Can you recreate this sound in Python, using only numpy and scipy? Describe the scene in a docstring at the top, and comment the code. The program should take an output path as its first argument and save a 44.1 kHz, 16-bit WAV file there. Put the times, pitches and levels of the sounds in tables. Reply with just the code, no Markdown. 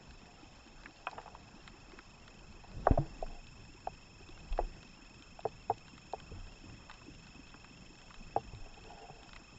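"""A small camera in a sealed plastic housing on a reef. From the start, water hiss and rumble come dull
through the case, shrimp snap near and far, soft blips sound and the circuit whines at the picture rate.
Fingers rub and knock the case lightly near 1 s. Near 2.9 s come the hardest knocks, with pushes and
thuds, and the water swells. The whine and fizz step louder at 3.06 s and 5.83 s. Scattered knocks go on,
ending in more rubbing around 9 s."""
import sys
import numpy as np
from scipy import signal
from scipy.io import wavfile
from scipy.ndimage import uniform_filter1d

SR = 44100
rng = np.random.default_rng(int(sys.argv[2]) if len(sys.argv) > 2 else 0)


def bounce(signal):
    """Save signal as a 16-bit WAV file at the path given by the first command-line argument."""
    frames = np.transpose(np.atleast_2d(signal))
    limited = np.clip(frames, -1, 1)
    pcm = np.round(limited * 32767).astype(np.int16)
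    wavfile.write(sys.argv[1], SR, pcm)


N = 422478
FRAMES_PER_S = 24000 / 1001


def gain_of(db):
    return 10 ** (np.asarray(db) / 20)


def unit_rms(x):
    return x / np.sqrt(np.mean(x ** 2) + 1e-20)


def add(mix, start_s, sound):
    part = mix[round(start_s * SR):][:len(sound)]
    part += sound[:len(part)]


def band(x, lo_hz, hi_hz, order=2):
    sos = signal.butter(order, [lo_hz, min(hi_hz, SR / 2.1)], "band", fs=SR, output="sos")
    return signal.sosfilt(sos, x)


def wander(span_samples):
    """Smooth random curve, unit RMS."""
    noise = rng.standard_normal(N)
    return unit_rms(uniform_filter1d(uniform_filter1d(noise, span_samples), span_samples))


# Whine and fizz level steps. Each row: start in seconds, whine gain in dB, fuzz level in dB.
LEVEL_STEPS = [(0, -4.2, -83), (3.06, -1.5, -79), (5.83, -1.2, -75)]

def stepped_levels():
    """Whine gain and fuzz level in dB at every sample."""
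    start_s, whine_db, fuzz_db = np.transpose(LEVEL_STEPS)
    step = np.searchsorted(start_s[1:], np.arange(N) / SR)
    return whine_db[step], fuzz_db[step]


def circuit_fizz():
    """Fuzz near the lens port resonance, and treble hiss that pulses with the frames."""
    whine_db, fuzz_db = stepped_levels()
    fuzz = unit_rms(band(rng.standard_normal(N), 3080, 3360))
    hiss = unit_rms(band(rng.standard_normal(N), 6700, 7650))
    phase = np.arange(N) / SR * FRAMES_PER_S % 1
    pulse_db = np.interp(phase, [0, .07, .12, .2, .55, .65, 1], [-3.5, -7.5, -16, 1.8, 1.7, -4.5, -2.5])
    return gain_of(fuzz_db) * fuzz + gain_of(-70.5 + pulse_db + whine_db) * hiss


# Whine tones. Each row: pitch in Hz, level before whine gain in dB, on time and off time in frames.
FRAME_TONES = [(5328, -66.2, .14, 1.07), (6859, -85, .14, 1.07), (6587, -81, .14, 1.07)]

def circuit_tones():
    """Tones that break off briefly and restart once per picture frame."""
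    frames, out = np.arange(N) / SR * FRAMES_PER_S, np.zeros(N)
    whine_db, _ = stepped_levels()
    for hz, db, on, off in FRAME_TONES:
        phase = (frames - on) % 1
        gate = np.clip(np.minimum(phase, off - on - phase) / 0.0052, 0, 1)
        out += gain_of(db) * np.sqrt(2) * gate * np.sin(2 * np.pi * hz * phase / FRAMES_PER_S)
    return out * gain_of(whine_db)


# Frames with a higher chirp, mostly every fifteenth. Each entry: frame number.
KEY_FRAME_NUMBERS = [*range(8, 73, 15), *range(74, 140, 15), *range(141, 230, 15)]

def circuit_chirp():
    """One chirp per frame, sliding to a common end pitch; key frames start higher."""
    start_hz, key_start_hz, end_hz = 2545, 2760, 2690
    on, slide_from, slide_to, off = .22, .53, .63, .8  # fractions of a frame
    frames = np.arange(N) / SR * FRAMES_PER_S
    number = frames.astype(int)
    start_turns, detune, size, shift = rng.standard_normal((number[-1] + 1, 4))[number].T
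    phase = frames % 1 + 0.013 * shift
    waver = unit_rms(uniform_filter1d(rng.standard_normal(N), 200))
    hz = np.where(np.isin(number, KEY_FRAME_NUMBERS), key_start_hz, start_hz)
    hz = hz + (end_hz - hz) * np.clip((phase - slide_from) / (slide_to - slide_from), 0, 1)
    turns = np.cumsum(hz * (1 + 0.0055 * detune + 0.00612 * waver)) / SR + start_turns
    gate_db = -25 * np.clip(np.maximum(on - phase, phase - off) / .05, 0, 1)
    flicker_db = 1.1 * size + 1.5 * np.roll(waver, N // 2)
    whine_db, _ = stepped_levels()
    return gain_of(-59.5 + gate_db + flicker_db + whine_db) * np.sin(2 * np.pi * turns)


# Water movement. Each row: time in seconds, hiss level in dB, surge level in dB, rumble level in dB.
WATER_LEVELS = [(0, -63.5, -60, -63), (.8, -63, -63, -66), (1.4, -62.5, -58, -59), (1.76, -61.5, -61, -66),
                (2.5, -64.5, -58, -66), (2.9, -58, -49, -51), (3.1, -59.5, -52, -60),
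                (3.5, -66.5, -61, -61), (4.3, -65.5, -59, -59), (4.6, -61, -55, -58),
                (5.1, -65.5, -60, -61), (5.95, -66.5, -60, -60), (6.43, -62, -60, -58),
                (7.2, -65.5, -64, -60), (8, -64.5, -63, -59), (8.4, -64, -59, -60), (8.8, -64, -55, -61),
                (9.58, -64.5, -62, -66)]

def water_motion():
    """Hiss, surge and rumble levels in dB at every sample."""
    time_s, *levels_db = np.transpose(WATER_LEVELS)
    return [np.interp(np.arange(N) / SR, time_s, db) for db in levels_db]


def water_surge():
    """Water pressing on the case: two low bands of noise that flutter."""
    _, surge_db, rumble_db = water_motion()
    surge = unit_rms(band(rng.standard_normal(N), 12, 44))
    rumble = unit_rms(band(rng.standard_normal(N), 39, 193))
    flutter_db, span_samples = 3, round(.08 * SR)
    return (surge * gain_of(surge_db + flutter_db * wander(span_samples))
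            + rumble * gain_of(rumble_db + flutter_db * wander(span_samples)))


# Hiss spectrum through the case. Each row: frequency in Hz, relative density in dB.
HISS_SPECTRUM = [(90, -25), (150, -4), (320, -5), (510, -8), (800, -5.5), (1300, -8.5), (2300, -14),
                 (2850, -20), (3200, -13), (4390, -21.5), (5150, -14.5), (6100, -22), (6980, -19.5),
                 (7700, -23.5)]

def water_hiss():
    """Hiss with drifting patches; the low part follows the water movement most."""
    slices, bin_hz = N // 256 + 5, np.fft.rfftfreq(1024, 1 / SR)
    real, imag, patches = rng.standard_normal((slices, 513, 3)).T
    patches_db = 2 * unit_rms(uniform_filter1d(uniform_filter1d(patches, 10, 0), 8, 1))
    hz, db = np.transpose(HISS_SPECTRUM)
    colour_db = np.interp(np.log(bin_hz + 1), np.log(hz + 1), db)
    spectrum = (real + 1j * imag) * gain_of(colour_db[:, None] + patches_db)
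    hiss = signal.istft(spectrum, nperseg=1024, noverlap=768)[1][:N]
    hiss /= np.std(band(hiss, 150, 1200))
    low = signal.sosfilt(signal.butter(2, 1200, fs=SR, output="sos"), hiss)
    low_db, _, _ = water_motion()
    high_db = low_db.mean() - 1.31 + 0.37 * (low_db - low_db.mean())
    return low * gain_of(low_db) + (hiss - low) * gain_of(high_db)


def blip(hz):
    """A few cycles that rise in pitch, likely a small bubble."""
    t = np.arange(2000) / SR
    envelope = 1.8 * (1 - np.exp(-t / 0.0029)) * np.exp(-t / 0.0062)
    return envelope * np.sin(2 * np.pi * hz * t * (0.93 + 6.2 * t))


# Louder blips. Each row: start in seconds, level in dB, nominal pitch in Hz.
LOUD_BLIPS = [(0.43, -46, 288), (0.886, -46.5, 295), (1.541, -45, 200), (1.933, -43.5, 354),
              (4.291, -45, 331), (6.639, -44.5, 297), (7.082, -40, 283), (7.391, -43.5, 270),
              (7.545, -45.5, 270), (8.208, -44, 208)]

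def blips():
    """A few soft low blips over 150 faint ones."""
    out = np.zeros(N)
    for start_s, db, hz in LOUD_BLIPS:
        add(out, start_s, gain_of(db) * blip(hz))
    for when, size, pitch in rng.random((150, 3)):
        add(out, when * N / SR, gain_of(-61 + 13 * size) * blip(170 * 2 ** (1.2 * pitch)))
    return out


def snap(low_db, noise, hz):
    """A collapsing bubble: a click with a scattered tail rings the lens port; its lower part lingers."""
    t = np.arange(len(noise)) / SR
    click = noise * (np.exp(-t / .0014) + 0.18 * np.exp(-t / 0.0049))
    port = 2 * band(click, 2970, 3140, order=1) + 2.3 * band(click, 2450, 2650, order=1)
    edge = 0.12 * band(click, 5000, 5400) + gain_of(-10 + 4 * noise[-1]) * band(click, 5400, 7600)
    high = band(click, hz / 1.2, hz * 1.17) + port + edge
    low = band(noise * np.exp(-t / 0.0036), 900, 2400)
    return high / abs(high).max() + gain_of(low_db) * low / abs(low).max()


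def far_shrimp(snaps_per_s=60):
    """Fine crackle of distant snaps in 16 timbres."""
    out = np.zeros(N)
    size_db = 3.5 * np.minimum(rng.exponential(1, N), 2.5)
    impulses = gain_of(-62.5 + size_db) * (rng.random(N) < snaps_per_s / SR)
    timbre = rng.integers(0, 16, N)
    for k, low_db in enumerate(np.linspace(-16, 3, 16)):
        sound = snap(low_db, rng.standard_normal(1200), hz=3300 * 1.15 ** rng.standard_normal())
        out += signal.oaconvolve(impulses * (timbre == k), sound)[:N]
    return out


# Close snaps. Each row: start in seconds, peak of the high part in dB, low part relative to it in dB.
NEAR_SNAPS = [(0.108, -47.5, 0), (0.835, -53, 7), (0.858, -48, 6), (0.961, -50, -6), (1.113, -42, -5),
              (1.214, -49, 1), (1.677, -38.5, -0.5), (1.919, -56.5, 10.5), (1.989, -48.5, 7),
              (2.279, -46.5, 2), (3.469, -42, -19), (4.289, -46, -7), (4.376, -54, 8), (4.527, -45, -24),
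              (4.578, -58, 21), (4.829, -46.5, 0.5), (5.223, -43.5, -23), (5.405, -44.5, -8),
              (5.782, -45, -17), (5.881, -46, -2), (5.979, -52, 8.5), (6.126, -41.5, -10),
              (6.201, -44, -1.5), (6.897, -44.5, 1), (6.913, -44.5, 4.5), (6.94, -45, -5), (7.149, -47, -7),
              (7.269, -47, -4), (7.644, -50.5, 7), (8.016, -45, -4), (8.142, -42, 0.5), (8.549, -46, -16),
              (8.742, -44.5, -14), (8.839, -46, -10), (9.231, -47.5, 0), (9.292, -47.5, 1.5),
              (9.332, -40.5, -0.5), (9.362, -47, 7.5)]

def near_shrimp():
    """Single snaps close by, each at a slightly different pitch."""
    out = np.zeros(N)
    for start_s, db, low_db in NEAR_SNAPS:
        hz = 3330 * (1 + .07 * rng.standard_normal())
        add(out, start_s, gain_of(db) * snap(low_db, rng.standard_normal(1199), hz))
    return out


# Housing modes in five groups: flat walls, main ring, lower and upper stiff corners, lens port.
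# Each row of a group: frequency in Hz, relative level in dB, T60 in seconds.
HOUSING_MODES = [
    [(433.4, -2, 0.052), (509, -10.5, 0.036)],
    [(601, -3.5, 0.036), (695.6, 4, 0.037), (768, 1.5, 0.045), (871, -7.5, 0.047)],
    [(1014, -1.5, .05), (1125, -1.5, 0.033), (1220, -1.5, 0.032)],
    [(1410, -2, 0.049), (1562, 0, 0.031), (1726, -3, 0.031), (1927, -7, 0.032)],
    [(2100, -16, 0.031), (2540, 3, 0.034), (2900, -5, 0.011), (3200, -6, 0.029)],
]

def housing_ring(groups_db, scatter, pitch_ratio, t60_ratio):
    """Modes of the soft plastic swell over a few cycles and decay; scatter varies level and phase."""
    t, out, k = np.arange(SR // 8) / SR, 0, 0
    for modes, group_db in zip(HOUSING_MODES, groups_db):
        group = 0
        for hz, db, t60_s in modes:
            swell = 1 - np.exp(-(t * hz / 1.42) ** 2)
            decay = gain_of(db + 1.56 * scatter[k] - 60 * t / (t60_s * t60_ratio))
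            group += swell * decay * np.sin(2 * np.pi * hz * pitch_ratio * t + 1.19 * scatter[k + 20])
            k += 1
        out += gain_of(group_db) * group / abs(group).max()
    return out


# Finger strokes. Each row: start in seconds, length in seconds, level in dB.
FINGER_RUBS = [(.2, .25, -64), (1.1, .12, -57), (1.22, .23, -66), (2.85, .12, -47), (2.98, .11, -56),
               (3.26, .16, -62), (4.57, .09, -57), (8.55, .2, -68), (8.76, .05, -57), (8.83, .25, -55),
               (9.08, .22, -62)]

def rubbing(slips_per_s=500, attack_s=.02, release_s=.03):
    """Uneven slips of skin on plastic excite the housing."""
    size_db = 2.2 * np.minimum(rng.exponential(1, N), 3)
    slips = gain_of(size_db) * (rng.random(N) < slips_per_s / SR) * rng.choice([-1., 1.], N)
    ring = housing_ring([-8, 0, -18, -11, -35], np.zeros(40), pitch_ratio=1.03, t60_ratio=1.38)
    friction, out = unit_rms(signal.oaconvolve(slips, ring)[:N]), np.zeros(N)
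    for start_s, length_s, db in FINGER_RUBS:
        t = np.arange(0, length_s, 1 / SR)
        stroke = np.minimum(np.minimum(t / attack_s, (length_s - t) / release_s), 1)
        add(out, start_s, gain_of(db) * stroke * friction[round(start_s * SR):][:len(t)])
    return out


# Pushes on the case. Each row: start in seconds, level before filtering in dB, length in seconds.
CASE_PUSHES = [(2.769, -32.5, 0.0061), (2.91, -11, 0.0062), (2.987, -20, 0.0032), (6.316, -37, 0.0047),
               (8.535, -36, 0.0044)]

def pushes():
    """The case dents and springs back."""
    out, t = np.zeros(N), np.arange(SR // 3) / SR
    for start_s, db, length_s in CASE_PUSHES:
        dent = -np.clip(np.minimum(t, length_s - t) / 0.00085, 0, 1) * np.exp(-t / 0.0064)
        add(out, start_s, gain_of(db) * band(dent, 16, 1500, order=1))
    return out


# Thuds on the mount. Each row: start in seconds, level in dB, frequency in Hz, T60 in seconds.
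MOUNT_THUDS = [(2.875, -24.5, 16, 0.24), (2.907, -27, 270, 0.11), (2.915, -19.5, 19, 0.27),
               (2.988, -23.5, 144, 0.15), (2.995, -35, 325, 0.21), (3.2, -34.5, 24, 0.84),
               (4.507, -23, 29, .25), (4.6, -38, 350, 0.1), (4.597, -25, 29.5, .3),
               (5.453, -40.5, 122, 0.14), (5.699, -39, 112, 0.19), (6.319, -44, 90, 0.64),
               (6.37, -38.5, 30.4, 0.6), (8.17, -40, 25, 0.33), (8.364, -34.5, 120, .1),
               (8.541, -41, 103, .2), (8.6, -31.5, 20, .2), (9.1, -42.5, 142, 0.11)]

def thuds():
    """The camera swings and sets its mount ringing."""
    out, t = np.zeros(N), np.arange(SR // 3) / SR
    for start_s, db, hz, t60_s in MOUNT_THUDS:
        rise_s = .003 + .2 / hz
        envelope = gain_of(db - 60 * t / t60_s) * (1 - np.exp(-(t / rise_s) ** 2))
        add(out, start_s, -envelope * np.sin(2 * np.pi * hz * t))
    return out


# Blows on the case. 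Each row: start in seconds, main ring level in dB, then walls, corners and
# lens port in dB relative to it, pitch ratio, T60 ratio.
CASE_KNOCKS = [(0.858, -50, -22, 12, -17, 1.4, .8), (1.069, -31.5, -21, 2, -1, 0.99, 1.4),
               (1.129, -41.5, -21, -13, -19, 1.13, 1.05), (1.179, -36, -14, -8, -17, 1.13, 2.2),
               (1.258, -44, -13, -9, -19, 1.12, 1.01), (1.278, -43, -14, -14, -26, 1.22, .9),
               (1.349, -42, -16, -12, -18, 1.28, 1.01), (1.988, -47, -19, 4, -16, 1.29, .89),
               (2.637, -47, -13, -13, -18, 1.05, 1.05), (2.869, -13.5, -14, -11, -42, 0.93, .9),
               (2.916, -35.5, -1, -10, -16, 1.01, 1.01), (2.975, -16.5, -21, -17, -38, 0.88, .73),
               (3.225, -28, -18.5, -32, -37, 0.94, 1.16), (3.263, -57, -11, 11, -5, 1.08, 1.01),
               (3.87, -26.5, -18.5, -16, -24, 0.99, .93), (4.526, -49, -15, -2, 7, 1.03, 1.05),
               (4.588, -20.5, -7.5, -14, -42, 1.006, .6), (4.594, -30, -3, -16, -29, 1.01, 1.01),
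               (5.39, -41, -22, -13, -16, 0.98, 1.2), (5.452, -23, -3.5, -18, -40, 1.01, 1.01),
               (5.698, -14.5, -13.5, -23, -40, 1.04, 1.1), (6.134, -27, -7.5, -22, -32, 1.005, 1.1),
               (6.316, -58.5, 10, -15, -7, 1.06, 1.1), (6.896, -47, -22, 5, -8, 1.2, .81),
               (7.015, -59, -11, 9, -4, 1.01, 1.01), (7.541, -52.5, -9, 9, 1, 1.01, .72),
               (8.105, -57.5, -18, 10, 0, 1.16, .87), (8.362, -20, -8.5, -23, -37, 1.035, 1.3),
               (8.659, -48.5, -3.5, -18, -18, 0.96, 1.2), (8.899, -46, -17, -12, -12, 1.16, .87),
               (9.085, -45, -20, -20, -19, 1.01, 1.3), (9.097, -41.5, -6, -14, -24, 1.01, .93)]

def knocks():
    """Where a blow lands decides which modes ring; loose parts rattle and roughen the ring."""
    out = np.zeros(N)
    rattle = 1 + 0.29 * wander(span_samples=90)
    for start_s, db, wall_db, corner_db, port_db, pitch_ratio, t60_ratio in CASE_KNOCKS:
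        groups_db = [wall_db, 0, corner_db, corner_db - 4, port_db]
        ring = housing_ring(groups_db, rng.standard_normal(40), pitch_ratio, t60_ratio)
        add(out, start_s, gain_of(db) * ring)
    return out * rattle


def scene():
    """Mono sum of all sources."""
    water = water_hiss() + water_surge()
    handling = rubbing() + knocks() + pushes() + thuds()
    reef = blips() + near_shrimp() + far_shrimp()
    circuit = circuit_tones() + circuit_chirp() + circuit_fizz()
    return (water + handling + reef + circuit)[None]


def record(dry):
    """Steep low-pass, plus faint converter noise."""
    cutoff_hz, noise_db = 7670, -104
    taps = signal.firwin(1023, cutoff_hz, window=("kaiser", 9), fs=SR)[None]
    noise = gain_of(noise_db) * rng.standard_normal(dry.shape)
    return signal.oaconvolve(dry, taps, "same") + noise


dry = scene()
out = record(dry)
bounce(out)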